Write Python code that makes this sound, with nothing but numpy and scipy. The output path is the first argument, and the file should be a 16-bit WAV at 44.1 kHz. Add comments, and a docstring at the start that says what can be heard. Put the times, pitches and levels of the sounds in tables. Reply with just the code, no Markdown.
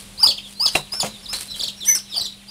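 """A low hum and room tone run throughout, with day-old chicks calling faintly in an indoor box.
Two near peeps, one warbled, lead to a slide and a knock on a steel plate; a third peep and a duller clunk follow.
After a soft peep and short slides come a trill, a high peep and another trill while the room tone sinks.
Chicks are gliding whistles with overtones, the plate is struck modes and noise, and the slides are grainy noise.
The recorder's uneven sample timing puts faint mirror tones around every peep."""
import sys
import numpy as np
from scipy import signal
from scipy.fft import rfft
from scipy.io import wavfile

SR = 44100
rng = np.random.default_rng(int(sys.argv[2]) if len(sys.argv) > 2 else 0)


def transcribe(signal):
    """Save signal, clipped to [-1, 1], as a 16-bit WAV file at the path in sys.argv[1]."""
    frames = np.atleast_2d(signal).T
    limited = np.clip(frames, -1, 1)
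    pcm = np.round(limited * 32767).astype(np.int16)
    wavfile.write(sys.argv[1], SR, pcm)


N = 110250
TIME = np.arange(N) / SR


def from_db(db):
    """Decibels to gain."""
    return 10 ** (np.asarray(db) / 20)


def rms_one(x):
    """Scale to rms 1."""
    return x / np.sqrt(np.mean(x ** 2) + 1e-20)


def low_pass(x, hz, order=2):
    """Butterworth low-pass."""
    return signal.sosfilt(signal.butter(order, min(hz, SR / 2 - 500), fs=SR, output="sos"), x)


def drift(hz):
    """Random wavering up to about the given rate, rms 1."""
    settled = low_pass(rng.standard_normal(N + SR), hz)[SR:]
    return rms_one(settled)


def noise(spectrum):
    """Noise coloured by a curve of Hz and relative dB per Hz, scaled to rms 1."""
    hz, db = np.transpose(spectrum)
    bin_hz = np.arange(N // 2 + 1) * SR / N
    colour = np.interp(np.log(bin_hz + 1), np.log(hz), db)
    return rms_one(np.fft.irfft(rfft(rng.standard_normal(N)) * from_db(colour), N))


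def burst(start, rise, t60):
    """Straight rise, then an exponential decay of 60 dB per t60."""
    decay_time = np.maximum(TIME - start - rise, 0)
    return np.clip((TIME - start) / rise, 0, 1) * from_db(-60 * decay_time / t60)


def glide(t, s, values):
    """Smooth curve through the points, level at every turning point."""
    step = np.maximum(np.diff(s), 1e-4)
    slope = np.diff(values) / step
    a, b = slope[:-1], slope[1:]
    # harmonic mean of neighbouring slopes, so the curve does not overshoot
    inner = np.where(a * b > 0, 2 * a * b / (a + b + 1e-9), 0)
    tangent = np.r_[slope[0], inner, slope[-1]]
    k = np.clip(np.searchsorted(s, t) - 1, 0, len(step) - 1)
    u = np.clip((t - s[k]) / step[k], 0, 1)
    bend = (1 - u) * (tangent[k] - slope[k]) - u * (tangent[k + 1] - slope[k])
    return values[k] + step[k] * u * (slope[k] + (1 - u) * bend)


# Colour of the room tone. 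Each row: frequency in Hz, relative density in dB per Hz.
FLOOR = [(20, -19), (42, 4.5), (60, -5.5), (130, -2.5), (300, -12), (700, -14.5), (1600, -19), (3800, -12),
         (6500, -20.5), (10000, -14), (15500, -39)]
# Loudness of the room tone, which sinks at the end. Each row: time in seconds, rms level in dB.
FLOOR_LEVEL = [(0, -43), (.55, -47.5), (1.2, -44), (1.75, -46), (2.1, -47.5), (2.4, -49)]


def room_tone():
    """Coloured noise whose level wanders slowly."""
    return from_db(np.interp(TIME, *np.transpose(FLOOR_LEVEL))) * noise(FLOOR)


HUM_HZ, HUM_RMS_DB, HUM_WAVER_SHARE = 199.4, -51, 0.067


def low_hum():
    """One steady low sine whose strength wavers slowly."""
    tone = np.sqrt(2) * np.sin(2 * np.pi * HUM_HZ * TIME)
    return from_db(HUM_RMS_DB) * tone * (1 + HUM_WAVER_SHARE * drift(2))


# Strokes of hand and plate over the steel.
# Each row: start in seconds, rise in seconds, die-away t60 in seconds, level in dB before the grain.
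SLIDES = [(-.01, 0.0068, 0.28, -40), (.43, .1, 0.1, -45), (.66, 0.11, 0.17, -33.5),
          (1.33, 0.031, 0.27, -31), (1.399, 0.008, 0.26, -33), (1.553, 0.0088, 0.45, -38)]
# Colour of the swish. Each row: frequency in Hz, relative density in dB per Hz.
SLIDE_COLOUR = [(40, -30), (200, -11), (1200, -8.5), (2500, -2), (4500, 1.5), (6500, -6), (9000, 5.5),
                (12000, -6), (15500, -20)]
SLIDE_GRAIN_DB = 4  # rms swing of the grain


def plate_slides():
    """Friction over the steel: short noise swishes with rapid random level changes."""
    stroke = sum(from_db(db) * burst(s, rise, t60) for s, rise, t60, db in SLIDES)
    grain = from_db(SLIDE_GRAIN_DB * drift(300))
    return stroke * noise(SLIDE_COLOUR) * grain


# Booms of the housing at two of the blows.
# Each row: start in seconds, frequency in Hz, level in dB, die-away t60 in seconds.
BOOMS = [(.756, 146.3, -33.5, 0.35), (1.036, 212.2, -30, 0.38)]


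def housing_booms():
    """Low, dying tones of the sheet-steel housing."""
    return sum(from_db(db) * burst(s, 0.0069, t60) * np.sin(2 * np.pi * hz * (TIME - s))
               for s, hz, db, t60 in BOOMS)


# Blows on the plate. Each row: start in seconds, ring drive in dB before softening, thud level in dB,
# crack level in dB, contact softness as a low-pass corner in Hz.
BLOWS = [(0.7531, -20.5, -20, -24, 9000), (0.756, -19, -27.5, -23.5, 9000),
         (0.935, -44.5, -37.5, -32.5, 6000), (1.031, -28, -22, -35, 830), (1.046, -33, -29, -28.5, 1500),
         (1.061, -40, -37.5, -29, 3000), (1.33, -40, -62, -24.5, 7000)]
# Modes of the plate. Each row: frequency in Hz, gain in dB before a random change per blow, t60 in seconds.
PLATE_MODES = [(403, -17.5, 0.2), (524, -11.5, 0.2), (734.5, -11.5, 0.18), (820, -2.5, 0.063),
               (1300, -8, 0.036), (1982, -14, 0.092), (2560, 9, .03), (2729, 9, .03), (3285, -3, 0.052),
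               (5280, -6, 0.094), (8100, -34, .1)]
# Colour of the thud. Each row: frequency in Hz, relative density in dB per Hz.
THUD_COLOUR = [(40, -22), (130, 6), (280, -1.5), (650, 9.5), (1100, 1.5), (1700, -13), (2700, -12),
               (5000, -35)]
# Colour of the contact crack. Each row: frequency in Hz, relative density in dB per Hz.
CRACK_COLOUR = [(40, -36), (200, -21), (800, -3), (2700, 1.5), (5000, -3), (9000, 1.5), (15000, -16)]
THUD_T60_S, CRACK_T60_S = 0.14, 0.13


def plate_blows():
    """Each blow rings the plate's modes, thuds in the housing and cracks at the contact."""
    out, pushes = np.zeros(N), []
    for s, ring_db, thud_db, crack_db, soft_hz in BLOWS:
        click = np.zeros(N)
        click[int(s * SR)] = from_db(ring_db)
        pushes.append(low_pass(click + 1e-18, soft_hz, order=1))
        out += from_db(thud_db) * burst(s, 0.0012, THUD_T60_S) * noise(THUD_COLOUR)
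        out += from_db(crack_db) * burst(s, 0.00037, CRACK_T60_S) * noise(CRACK_COLOUR)
    for hz, db, t60 in PLATE_MODES:
        radius, angle = from_db(-60 / (t60 * SR)), 2 * np.pi * hz / SR
        # each blow excites the mode a little differently
        drive = from_db(db + rng.normal(0, 1.5, len(BLOWS))) @ np.array(pushes)
        resonator = [1, -2 * radius * np.cos(angle), radius * radius]
        out += signal.lfilter([0, np.sin(angle)], resonator, drive)
    return out


JITTER_SHARE, FLUTTER_HZ = 0.057, 327  # pitch shake at roughness 1, top rate of the shaking
THIRD_HARMONIC_DB = -4.5  # against the octave overtone
HALF_PITCH_DB = -20  # half-pitch tone against the one at one and a half times the pitch
BEAK_CUT_HZ = 11450


def syrinx(hz, overtone_db, rough, split=0):
    """A whistle with two overtones; roughness shakes its pitch and strength, a split adds half-pitch tones."""
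    jitter, shimmer = (rms_one(low_pass(w, FLUTTER_HZ)) for w in rng.standard_normal((2, len(hz))))
    phase = 2 * np.pi * np.cumsum(hz * (1 + JITTER_SHARE * rough * jitter)) / SR
    overtones = np.sin(2 * phase) + from_db(THIRD_HARMONIC_DB) * np.sin(3 * phase)
    halves = np.sin(1.5 * phase) + from_db(HALF_PITCH_DB) * np.sin(phase / 2)
    whistle = np.sin(phase) + from_db(overtone_db) * overtones + split * halves
    return low_pass(whistle * (1 + rough * shimmer), BEAK_CUT_HZ, order=4)


# Gliding peeps of the chicks further back, pitches before a slight waver.
# Each row: start in seconds, length in seconds, start pitch in Hz, end pitch in Hz, whistle peak in dB.
FAR_PEEPS = [(.374, 0.02, 3936, 2150, -27.5), (0.418, 0.071, 3870, 2850, -38),
             (0.528, 0.058, 4840, 4120, -47), (.735, 0.061, 4200, 3590, -26),
             (1.038, 0.12, 4020, 3960, -42.5), (1.131, 0.046, 3870, 3260, -37),
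             (1.183, 0.03, 4660, 4520, -50), (1.226, .03, 5360, 4800, -39.5),
             (1.254, 0.018, 4350, 3020, -30.5), (1.475, 0.085, 4064, 3803, -29.5),
             (1.495, 0.034, 5580, 4800, -36), (1.539, 0.022, 3520, 2840, -30.5),
             (1.758, 0.082, 5600, 5310, -41.5), (1.802, 0.02, 4240, 3630, -28.5),
             (1.813, 0.044, 3740, 2950, -28), (2.016, 0.15, 4140, 3330, -47.5),
             (2.088, 0.05, 5460, 4780, -37.5), (2.112, 0.063, 3950, 2685, -26.5),
             (2.263, 0.082, 4020, 3755, -39), (2.477, 0.042, 4700, 5570, -34.5)]
GLIDE_BEND, FAR_OVERTONE_DB, FAR_ROUGH = 1.5, -18, 0.31
FAR_WAVER_SHARE, FAR_WAVER_HZ = 0.01, 68
BROOD_PEEPS_PER_S, BROOD_LENGTH_S, BROOD_DB = 14, .08, -51.5
BROOD_LOW_HZ, BROOD_HIGH_HZ = 3470, 5240  # range of starting pitches


def far_chicks():
    """Single falling or rising glides from further back, over the faint random peeping of the whole brood."""
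    brood = []
    for place, high, fall in rng.random((int(BROOD_PEEPS_PER_S * N / SR), 3)):
        hz = BROOD_LOW_HZ + high * (BROOD_HIGH_HZ - BROOD_LOW_HZ)
        brood.append((place * N / SR, BROOD_LENGTH_S, hz, hz * (0.24 + 0.33 * fall), BROOD_DB))
    out = np.zeros(N)
    waver = 1 + FAR_WAVER_SHARE * drift(FAR_WAVER_HZ)
    for start, length, from_hz, to_hz, db in FAR_PEEPS + brood:
        on = (TIME > start) & (TIME < start + length)
        if on.sum() > 10:
            u = (TIME[on] - start) / length
            pitch = from_hz + (to_hz - from_hz) * u ** GLIDE_BEND
            swell = from_db(db) * np.sin(np.pi * u)
            out[on] += swell * syrinx(pitch * waver[on], FAR_OVERTONE_DB, FAR_ROUGH)
    return out


# Pitch and loudness curves of the near calls, before roughness.
# Each row: time in seconds, pitch in Hz, whistle peak level in dB.
WARBLED_PEEP = [(0.178, 3987, -34), (0.19, 4760, -30), (0.205, 5078, -22.5), (0.226, 5440, -22),
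                (0.234, 4704, -4.5), (0.242, 4830, -4.5), (0.256, 5255, -14), (0.269, 4783, -8),
                (0.277, 3394, -15.5), (0.283, 3465, -20.5), (0.29, 4506, -9), (0.303, 4178, -21),
                (0.309, 3377, -19), (0.321, 2795, -25)]
SECOND_PEEP = [(0.555, 4004, -43.5), (0.593, 4320, -37), (0.602, 4680, -17), (0.618, 4910, -15),
               (0.645, 5203, -17), (0.655, 5180, -14.5), (0.663, 4644, -7), (0.669, 3468, -18.5),
               (0.68, 3295, -25), (0.692, 2900, -28.5)]
THIRD_PEEP = [(0.912, 4510, -80), (0.925, 4918, -21), (0.95, 5290, -27), (0.975, 5412, -27.5),
              (0.997, 5370, -27), (1.003, 4863, -11.5), (1.009, 3550, -25), (1.02, 3413, -29.5),
              (1.035, 2704, -36.5)]
SOFT_PEEP = [(1.276, 4480, -53), (1.295, 5002, -27), (1.32, 5330, -31), (1.331, 5094, -27.5),
             (1.338, 3940, -22.5), (1.352, 4310, -25.5), (1.365, 4530, -30)]
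FIRST_TRILL = [(1.575, 4330, -38), (1.588, 5180, -51), (1.599, 4534, -19), (1.607, 3210, -27.5),
               (1.615, 3998, -21), (1.626, 5560, -30), (1.636, 4460, -17.5), (1.646, 3251, -24.5),
               (1.656, 3865, -29), (1.668, 5740, -32.5), (1.682, 4070, -22), (1.694, 2793, -34.5),
               (1.705, 4025, -29)]
HIGH_PEEP = [(1.843, 4160, -41), (1.855, 5410, -33), (1.874, 5940, -20.5), (1.89, 6116, -8.5),
             (1.912, 5950, -11), (1.931, 6047, -13), (1.945, 5940, -21), (1.955, 5425, -18),
             (1.966, 5480, -20), (1.982, 4900, -27), (1.993, 2840, -39)]
SECOND_TRILL = [(2.138, 4060, -29.5), (2.157, 5234, -30.5), (2.169, 4704, -17), (2.18, 4577, -16.5),
                (2.197, 5974, -33), (2.211, 4090, -20), (2.22, 3930, -19), (2.235, 5792, -36),
                (2.247, 5720, -30), (2.256, 3960, -22), (2.269, 3434, -31)]
# Voice of each near call, before breaks and cracks add to it.
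# Each row: curve, octave overtone in dB, roughness as a share, send to room and box in dB.
NEAR_CALLS = [(WARBLED_PEEP, -20.5, 0.029, -8), (SECOND_PEEP, -25.5, .02, -8.5),
              (THIRD_PEEP, -12.5, 0.027, -6), (SOFT_PEEP, -20, 0.07, -4.5),
              (FIRST_TRILL, -17.5, 0.28, -6.5), (HIGH_PEEP, -9.5, 0.018, -9),
              (SECOND_TRILL, -16.5, 0.24, -4.3)]
# Moments where a near voice cracks. Each row: centre in seconds, half width in seconds,
# change of roughness, added overtone in dB, half-pitch tones in dB against the whistle.
VOICE_CRACKS = [(0.686, 0.014, .15, 19, 3.5), (1.02, 0.012, -0.25, 13, -24), (1.857, 0.014, 0.21, 12.5, 4),
                (1.955, 0.0045, 0.74, 10, -16), (1.965, 0.0056, 0.13, 0, 0)]
ATTACK_S, RELEASE_S = 0.0029, 0.0032
BREAK_HZ, BREAK_WIDTH_HZ = 4050, 175  # below this pitch the voice turns hoarse and rich
BREAK_OVERTONE_DB, BREAK_ROUGH = 9, 0.18


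def near_chicks():
    """Loud calls glide, warble and break hoarsely at low pitch; returns direct sound and room send."""
    out, send = np.zeros((2, N))
    at, width, crack_rough, crack_db, split_db = np.transpose(VOICE_CRACKS)
    for curve, overtone_db, rough, send_db in NEAR_CALLS:
        s, hz, db = np.transpose(sorted(curve))
        on = (TIME > s[0] - ATTACK_S) & (TIME < s[-1] + RELEASE_S)
        t = TIME[on]
        pitch = glide(t, s, hz)
        hoarse = (1 + np.tanh((BREAK_HZ - pitch) / BREAK_WIDTH_HZ)) / 2
        cracks = np.exp(-((t[:, None] - at) / width) ** 2)
        gate = np.clip(np.minimum((t - t[0]) / ATTACK_S, (t[-1] - t) / RELEASE_S), 0, 1)
        richness_db = overtone_db + BREAK_OVERTONE_DB * hoarse + cracks @ crack_db
        roughness = rough + BREAK_ROUGH * hoarse + cracks @ crack_rough
        voice = syrinx(pitch, richness_db, roughness, cracks @ from_db(split_db))
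        call = gate * from_db(glide(t, s, db)) * voice
        out[on] += call
        send[on] += from_db(send_db) * call
    return out, send


# Reflections from the box and the steel. Each row: delay in seconds, level in dB.
REFLECTIONS = [(.0031, -21.5), (.0074, -23), (0.0139, -21.5), (.021, -17)]


def reflections(x):
    """Close surfaces return the calls, which beat against themselves as they glide."""
    return sum(from_db(db) * np.interp(TIME - delay, TIME, x, left=0) for delay, db in REFLECTIONS)


BOX_T60_S, BOX_ONSET_S, BOX_TREBLE_HZ = 0.062, 0.0026, 5120


def box(x):
    """Dense early scatter between the walls of the box, which soak up the top."""
    scatter = rng.standard_normal(N) * burst(0, BOX_ONSET_S, BOX_T60_S)
    scatter /= np.sqrt(np.sum(scatter ** 2))
    return low_pass(signal.fftconvolve(x, scatter)[:N], BOX_TREBLE_HZ, order=6)


ROOM_ONSET_S, ROOM_T60_S = 0.0077, 0.31
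ROOM_TREBLE_HZ, ROOM_TREBLE_T60_S = 6300, 0.19
LINGER_HZ, LINGER_HALF_WIDTH_HZ, LINGER_T60_S = 3730, 440, 0.39
LINGER_DB = -11  # starting density against the white part of the tail


def room(x):
    """Diffuse tail of the room; the treble dies first, one band lingers."""
    white = rng.standard_normal((3, N))
    # shift low-passed noise up to the lingering band
    slow = rms_one(low_pass(white[2], LINGER_HALF_WIDTH_HZ, order=4))
    band = slow * np.cos(2 * np.pi * LINGER_HZ * TIME)
    band *= from_db(LINGER_DB) * np.sqrt(8 * LINGER_HALF_WIDTH_HZ / SR)
    tail = low_pass(white[0], ROOM_TREBLE_HZ, order=4) * burst(0, ROOM_ONSET_S, ROOM_T60_S)
    tail += white[1] * burst(0, ROOM_ONSET_S, ROOM_TREBLE_T60_S)
    tail += band * burst(0, ROOM_ONSET_S, LINGER_T60_S)
    tail /= np.sqrt(2 * np.sum(tail ** 2))  # tail energy one half
    return signal.fftconvolve(x, tail)[:N]


# sends in dB; the near calls also carry their own
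ROOM_FAR_DB, ROOM_PLATE_DB = -4.5, -20
BOX_NEAR_DB, BOX_FAR_DB = -4, -9.5


def scene():
    """Chicks and plate in the room, over hum and room tone."""
    background = low_hum() + room_tone()
    plate = plate_slides() + housing_booms() + plate_blows()
    far = far_chicks()
    near, near_send = near_chicks()
    chicks = near + far
    wet = room(near_send + from_db(ROOM_FAR_DB) * far + from_db(ROOM_PLATE_DB) * plate)
    wet += box(from_db(BOX_NEAR_DB) * near_send + from_db(BOX_FAR_DB) * far)
    return (background + plate + chicks + reflections(chicks) + wet)[None]


CAPTURE_RATE, CUTOFF_HZ = 48000, 15600  # samples per second, top of the sound


def record(dry):
    """The recorder lowers its rate by dropping samples, which mirrors each tone; then the top is cut."""
    captured = signal.resample(dry, N * CAPTURE_RATE // SR, axis=1)
    kept = captured[:, np.arange(N) * CAPTURE_RATE // SR]
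    top_cut = signal.ellip(10, .05, 60, CUTOFF_HZ, fs=SR, output="sos")
    return signal.sosfiltfilt(top_cut, kept)


dry = scene()
out = record(dry)
transcribe(out)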